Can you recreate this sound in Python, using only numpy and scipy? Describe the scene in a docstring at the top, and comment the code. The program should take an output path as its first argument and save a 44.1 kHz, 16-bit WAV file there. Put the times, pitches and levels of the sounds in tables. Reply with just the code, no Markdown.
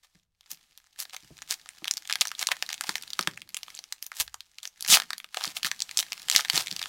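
"""A foil trading card pack is opened by hand, close by, above a cloth-covered table in a small, quiet room.
First the fingers take hold: single creases buckle and ring small facets of foil. From about 2 s the
crinkling thickens, rubs pass as dense runs of tiny fractures, and the air-filled pack thumps softly.
At 4.9 s the seam tears in a brief stick-slip run that falls in pitch. The open wrapper crinkles on,
with its hardest snap near 6.4 s. Throughout, reflections add a short tail."""
import sys
import numpy as np
from scipy import signal
from scipy.fft import rfft, irfft
from scipy.io import wavfile

SR = 44100
rng = np.random.default_rng(int(sys.argv[2]) if len(sys.argv) > 2 else 0)


def wrap_up_sound(samples):
    """Save the sound to the file named by the first command line argument, as 16-bit audio."""
    columns = np.atleast_2d(samples).T
    # keep every value between -1 and 1, then stretch to whole-number steps
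    tamed = np.clip(columns, -1, 1)
    steps = np.round(tamed * 32767).astype(np.int16)
    wavfile.write(sys.argv[1], SR, steps)


N = 303760
T = np.arange(N) / SR

# Creases snapping through; levels are relative, and only some rows have the last column:
# start_s, level_db, large_facet_hz, small_facet_hz, neighbour_lag_s
CREASE_SNAPS = [(.409, -52, 3380, 3640), (0.515, -31, 5360, 13200, 0.0017), (0.776, -44, 3560, 11400),
                (0.9896, -39, 3330, 8700), (1.002, -27.5, 5350, 10900), (1.053, -41.5, 1510, 4100),
                (1.165, -34, 2240, 3500), (1.42, -37, 1850, 6200, .005), (1.509, -21.5, 4040, 6960),
                (1.541, -32.5, 4370, 4420), (1.69, -35.5, 2170, 8100), (1.844, -30.5, 2050, 3970, 0.011),
                (1.8753, -34, 2020, 3540), (1.88, -23.5, 3180, 3700), (1.911, -18, 5930, 5400),
                (1.938, -31.5, 4500, 7000), (1.9709, -28, 3940, 4185, 0.0068), (2.075, -36.5, 3500, 7000),
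                (2.098, -27.5, 1840, 3700, 0.0027), (2.109, -30, 1650, 3400, .006),
                (2.126, -20.5, 2320, 5040), (2.136, -31, 3030, 3180), (2.156, -24, 1720, 3380),
                (2.2104, -16.5, 3450, 5700, .003), (2.217, -17.5, 2420, 4360), (2.254, -29.5, 1430, 5763),
                (2.272, -28, 5530, 6140, 0.0099), (2.316, -30.5, 1380, 3560), (2.351, -37.5, 3290, 3670),
                (2.393, -27, 4570, 6200), (2.427, -25, 1950, 4990), (2.4705, -18.5, 4600, 5660),
                (2.488, -26.5, 1100, 3540), (2.5164, -19.5, 2180, 2400, 0.0035), (2.625, -22, 2130, 5100),
                (2.691, -30, 1984, 5000, 0.012), (2.729, -27.5, 2400, 6100, 0.013),
                (2.8099, -24.5, 1430, 9200), (2.842, -38.5, 930, 2300), (2.893, -22, 1100, 4970),
                (2.9555, -23.5, 1920, 3770), (3.024, -36.5, 3680, 10600), (3.104, -35, 3710, 5270),
                (3.133, -28.5, 4870, 4630), (3.192, -19.5, 1380, 4570), (3.21, -28.5, 3800, 5640, 0.017),
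                (3.2739, -19.5, 1550, 3300), (3.375, -36, 2080, 2440), (3.418, -37.5, 2230, 2760),
                (3.491, -43, 4040, 12400), (3.545, -27.5, 3130, 7500), (3.568, -28.5, 2920, 9300, 0.0039),
                (3.632, -33, 2700, 5440), (3.682, -42, 1180, 2880), (3.75, -37.5, 6600, 6500),
                (3.79, -34, 4330, 4370), (3.84, -39.5, 3040, 5800), (3.9244, -27, 4270, 4270),
                (4.026, -29.5, 4650, 12000), (4.065, -33, 4640, 11900), (4.1176, -34.5, 1450, 2070),
                (4.2, -21.5, 3040, 10900, 0.0088), (4.2786, -39, 1550, 4630), (4.343, -33.5, 1280, 6800),
                (4.406, -36.5, 3600, 4200), (4.585, -37.5, 2750, 4330), (4.631, -36.5, 3400, 7160),
                (4.654, -31.5, 2170, 5800), (4.675, -33.5, 6170, 6160), (4.808, -32, 4440, 9940),
                (4.825, -28, 4600, 10670), (4.848, -32.5, 1990, 4750, 0.014), (4.8837, -27, 2760, 5630),
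                (4.942, -14.5, 2800, 4600), (4.971, -18.5, 1180, 3300), (5, -24, 1770, 4250),
                (5.02, -31, 1870, 4230), (5.1055, -27, 1480, 4280), (5.132, -27.5, 1830, 4050),
                (5.181, -34, 3040, 11000), (5.201, -37.5, 1800, 3140), (5.244, -37.5, 1260, 3150),
                (5.345, -30.5, 1860, 3620), (5.371, -26, 980, 3000, 0.0015),
                (5.41, -32.5, 1400, 3600, 0.0087), (5.439, -24.5, 4530, 4570, 0.015),
                (5.446, -28.5, 1220, 3300), (5.4772, -31, 4500, 4500), (5.569, -27.5, 3300, 3250),
                (5.631, -25, 4330, 4240), (5.647, -22, 1780, 4470, .0076), (5.669, -30, 1260, 3970),
                (5.715, -23, 1700, 4860), (5.804, -27.5, 4330, 5470), (5.8208, -21, 4230, 6500),
                (5.912, -33.5, 2180, 5250), (5.973, -16.5, 5200, 7400), (5.982, -24, 4660, 9300),
                (5.9902, -19.5, 3280, 5490, .011), (6.027, -31, 2140, 2770),
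                (6.121, -26.5, 2700, 5000, 0.0094), (6.178, -41, 2030, 2500), (6.285, -28.5, 2700, 3030),
                (6.299, -16.5, 3100, 6450, 0.015), (6.325, -25, 3660, 3740), (6.3505, -19, 2250, 3120),
                (6.362, -9, 4160, 4430), (6.371, -22, 3800, 6000, .0096), (6.394, -26, 1280, 2070),
                (6.408, -26, 2830, 5600), (6.449, -30.5, 1840, 4100, 0.00072), (6.499, -16, 3600, 4360),
                (6.558, -22, 3580, 6360), (6.577, -17.5, 4130, 3970), (6.671, -29, 2550, 4300, 0.011),
                (6.713, -28, 3500, 5060, 0.013), (6.764, -28.5, 3180, 4980),
                (6.828, -30.5, 2916, 3570, 0.011), (6.881, -30, 2940, 5700)]


def undb(db):
    """Amplitude ratio of a level in decibels."""
    return 10 ** (np.asarray(db) / 20)


def unit(x):
    """Normalisation to an rms of 1."""
    return x / np.sqrt(np.mean(x ** 2) + 1e-20)


def add(track, start_s, sound):
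    """Superposition: a sound sums into the track from start_s on."""
    i = int(np.clip(round(start_s * SR), 0, N - 1))
    track[i:i + len(sound)] += sound[:N - i]


def ring(x, hz, q):
    """A damped second-order resonator with unit gain at its centre."""
    w = 2 * np.pi * min(hz, SR / 3) / SR
    a = np.sin(w) / (2 * max(q, .1))
    return signal.lfilter([a, 0, -a], [1 + a, -2 * np.cos(w), 1 - a], x)


def colour(x, points, size=2048):
    """A minimum-phase filter through (frequency_hz, gain_db) points, which keeps attacks sharp."""
    hz, db = np.transpose(points)
    bin_hz = np.arange(size // 2 + 1) * SR / size
    gain = undb(np.interp(np.log(bin_hz + 1), np.log(hz), db))
    cepstrum = irfft(np.log(gain))
    cepstrum[1:size // 2] *= 2
    cepstrum[size // 2 + 1:] = 0
    impulse_response = irfft(np.exp(rfft(cepstrum)))
    return signal.fftconvolve(x, impulse_response)[:len(x)]


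def grains(rate_hz, spread_db):
    """Shot noise: impulses at random moments, a few much larger than the rest; rms 1."""
    impulses = (rng.random(N) < rate_hz / SR) * rng.choice([-1, 1], N)
    sizes = undb(spread_db * np.minimum(rng.exponential(size=N), 4))
    return unit(impulses * sizes)


def room_air(level_db=-82):
    """Ambient noise: the steady floor of the quiet room, strongest in the bass."""
    # Relative spectral density of the room noise: frequency_hz, level_db
    spectrum = [(55, 5), (120, -8), (230, -34), (500, -19), (15000, -34.5)]
    return undb(level_db) * unit(colour(rng.standard_normal(N), spectrum))


def room(x, early_db=-14, early_s=0.0039, late_db=-16, t60_s=0.13, size=22000):
    """Reverberation: direct sound, early echoes from table and hands, then an exponential tail."""
    # What the walls send back: frequency_hz, gain_db
    wall_response = [(200, 7.5), (5000, -5), (15000, 3)]
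    t = T[:size]
    early = rng.standard_normal(size) * np.exp(-t / early_s) * (t > .002)
    late = rng.standard_normal(size) * undb(-60 * t / t60_s) * (t > .006)
    echo = undb(early_db) * early / np.linalg.norm(early) + undb(late_db) * late / np.linalg.norm(late)
    return x + colour(signal.fftconvolve(x, echo)[:N], wall_response)


def grip(swell_db=-29, build_s=0.031, relax_s=0.037):
    """Strain as a level in dB: it follows the fingers, builds before each snap and relaxes after it."""
    # How hard the fingers work the foil: time_s, level_db
    effort = [(0, -72.5), (.18, -66.5), (.3, -92), (.5, -59), (.92, -67.5), (1.08, -56), (1.8, -55),
              (2.8, -48.5), (3.25, -50.5), (3.48, -66), (3.7, -49), (4.02, -65), (4.77, -63.5), (4.86, -44),
              (5.3, -65.5), (5.75, -50), (6.2, -46), (6.89, -41.5)]
    strain = undb(np.interp(T, *np.transpose(effort)))
    for start_s, db, *_ in CREASE_SNAPS:
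        near = slice(*np.searchsorted(T, [start_s - 5 * build_s, start_s + 5 * relax_s]))
        t = T[near] - start_s
        swell = np.exp(-np.maximum(-t / build_s, t / relax_s))
        strain[near] = np.hypot(strain[near], undb(db + swell_db) * swell)
    return 20 * np.log10(strain)


def hands(grip_db, centre_hz=85, q=0.23):
    """Friction noise: the hands shift on the pack with a low, heavily damped rumble."""
    slips = grains(rate_hz=260, spread_db=2)
    rumble = ring(ring(slips, centre_hz, q), centre_hz, q)
    return undb(grip_db - 23.5) * unit(rumble)


def thumps(decay_cycles=1.57, q=0.73, size=12000):
    """Damped vibration: the air-filled pack gives a dull knock that dies within a few cycles."""
    # The whole pack flexing or knocked by a finger: start_s, level_db, pitch_hz
    knocks = [(0.151, -60, 98), (0.525, -61, 133), (1.232, -57, 89), (1.306, -46, 116), (1.507, -47.5, 300),
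              (1.821, -44.5, 280), (2.891, -38, 213), (3.194, -33, 256), (3.275, -33.5, 212),
              (4.201, -48.5, 56), (4.894, -39, 247), (4.924, -35.5, 210), (5.473, -43.5, 168),
              (5.647, -43, 200), (6.348, -42, 218), (6.536, -38, 136.3), (6.574, -37, 216.8),
              (6.721, -43.5, 150.3)]
    out, t = np.zeros(N), T[:size]
    for start_s, db, hz in knocks:
        push = 0.095 * rng.standard_normal(size) * np.exp(-t * hz / decay_cycles)
        push[0] = 1
        knock = ring(ring(push, hz, q), hz, q)
        add(out, start_s, undb(db) * knock / np.sqrt(np.sum(knock ** 2) * hz / SR))
    return out


def rustle(grip_db):
    """Creep: foil yields under the fingertips in tiny steps, louder as the strain grows."""
    creep = grains(rate_hz=3500, spread_db=1.5)
    return undb(grip_db - 4.0) * unit(ring(creep, hz=3640, q=0.51))


def rubs(steepness=2.5):
    """Acoustic emission: each slide or rip swells and dies away as a run of tiny fractures."""
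    # Foil sliding or ripping, at relative levels: peak_s, level_db, rise_s, fall_s, centre_hz
    slides = [(.035, -54.5, 0.0037, 0.022, 3180), (.514, -42.5, 0.013, 0.026, 6900),
              (1.007, -34.5, .017, .024, 7000), (1.144, -38.5, 0.013, .008, 2700),
              (1.516, -32, 0.021, 0.025, 4630), (2.217, -33, 0.008, 0.0096, 3920),
              (2.426, -31.5, 0.034, .0096, 3840), (2.523, -31.5, .013, 0.0043, 1507),
              (2.892, -41.5, 0.042, 0.035, 4000), (2.959, -36, .0058, 0.014, 4520),
              (4.029, -47, 0.008, .023, 8970), (4.188, -40, 0.031, 0.023, 6300),
              (4.209, -25.5, 0.0075, 0.015, 5540), (4.646, -46.5, 0.017, 0.036, 5100),
              (4.896, -22.5, 0.016, 0.029, 7500), (4.937, -17.5, 0.027, 0.031, 5400),
              (4.969, -32, .01, 0.018, 2200), (5.461, -40.5, 0.097, 0.057, 3700),
              (5.572, -35.5, 0.017, 0.013, 4900), (5.661, -30.5, .01, 0.02, 4497),
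              (5.995, -27.5, 0.013, 0.016, 7060), (6.352, -31.5, 0.028, 0.06, 4145),
              (6.572, -26.5, .04, 0.046, 4060)]
    out, fractures = np.zeros(N), grains(rate_hz=2600, spread_db=5.0)
    for peak_s, db, rise_s, fall_s, hz in slides:
        near = slice(*np.searchsorted(T, [peak_s - 4 * rise_s, peak_s + 4 * fall_s]))
        t = T[near] - peak_s
        swell = np.exp(-np.maximum(-t / rise_s, t / fall_s) ** steepness)
        out[near] += undb(db) * swell * unit(ring(fractures[near], hz, q=0.52))
    return out * undb(2.5)


def snap(large_hz, small_hz, q=2.98, scatter=0.28, size=900):
    """Snap-through buckling: a crease cracks over; scattered bending waves ring a facet on each side."""
    scatter_s, shiver, shiver_s = 0.00081, 0.018, 0.0063
    t = T[:size]
    bending = scatter * np.exp(-t / scatter_s) + shiver * np.exp(-t / shiver_s)
    kicks = bending * rng.standard_normal((3, size))
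    kicks[:, 0] = 1
    large_facet = unit(ring(kicks[0], large_hz, q))
    small_facet = unit(ring(kicks[1], small_hz, q))
    crack = unit(ring(kicks[2], hz=6300, q=1.0))
    click = large_facet - 1.157 * small_facet - 0.52 * crack  # the facets swing opposite ways
    rms = np.sqrt(np.sum(click ** 2) / (.003 * SR))  # energy referred to 3 ms
    return rng.choice([-1, 1]) * click / rms


def crinkle(grip_db, count=400):
    """Crackling noise: small creases buckle at random, standing out more under a firm grip."""
    out = np.zeros(N)
    for when, large, small, force in rng.random((count, 4)):
        strain_db = grip_db[int(when * N)]
        db = strain_db + np.interp(strain_db, [-66, -48], [12, 17]) * force ** 1.9
        add(out, when * T[-1], undb(db) * snap(1400 * 3 ** large, 3500 * 2 ** small))
    return out


def creases(neighbour_db=-4, spread_octaves=0.14):
    """The wrapper's distinct snaps; by elastic coupling some tip a neighbouring crease a moment later."""
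    out = np.zeros(N)
    for start_s, db, large_hz, small_hz, *lags in CREASE_SNAPS:
        add(out, start_s, undb(db) * snap(large_hz, small_hz))
        for lag_s in lags:
            shift = 2 ** (spread_octaves * rng.standard_normal())
            add(out, start_s + lag_s, undb(db + neighbour_db) * snap(shift * large_hz, shift * small_hz))
    return out * undb(4.0)


def tear(start_s=4.902, peak_s=4.936, end_s=4.968):
    """Stick-slip: the taut seam parts one snap per tooth, lower in pitch as the loose flap grows."""
    tooth_gap_s, jitter_s = 0.0033, 0.00039
    peak_db, rise_db_per_s, fall_db_per_s = -10.5, 180, 450
    facets_hz, sag_octaves_per_s = np.array([4200, 8000]), 13.8
    out = np.zeros(N)
    for slip_s in np.arange(start_s, end_s, tooth_gap_s):
        db = peak_db - max(rise_db_per_s * (peak_s - slip_s), fall_db_per_s * (slip_s - peak_s))
        large_hz, small_hz = facets_hz * 2 ** (-sag_octaves_per_s * (slip_s - start_s))
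        onset_s = slip_s + jitter_s * rng.standard_normal()
        add(out, onset_s, undb(db) * snap(large_hz, small_hz, q=3.1, scatter=0.12))
    return out


def scene():
    """Superposition of foil, handling and room noise; the low handling sounds reverberate longest."""
    # What the crumpled sheet radiates: frequency_hz, gain_db
    radiation = [(100, -47.5), (300, -12.5), (470, -5), (660, 2.5), (1300, -1), (2650, -2.5), (3500, -1.5),
                 (6800, -3), (9000, -4.5), (15000, -4.5)]
    grip_db = grip()
    air = room_air()
    handling = room(thumps() + hands(grip_db), late_db=-17.5, t60_s=0.76)
    vibration = rustle(grip_db) + rubs() + crinkle(grip_db) + creases() + tear()
    foil = room(colour(vibration, radiation))
    return (foil + handling + air)[None]


def record(dry):
    """Clipping and band limiting: peaks stop at full scale, then a steep low-pass cuts the top."""
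    cutoff_hz = 15800
    low_pass = signal.ellip(8, .2, 70, cutoff_hz, fs=SR, output="sos")
    return signal.sosfilt(low_pass, np.clip(dry, -1, 1))


dry = scene()
out = record(dry)
wrap_up_sound(out)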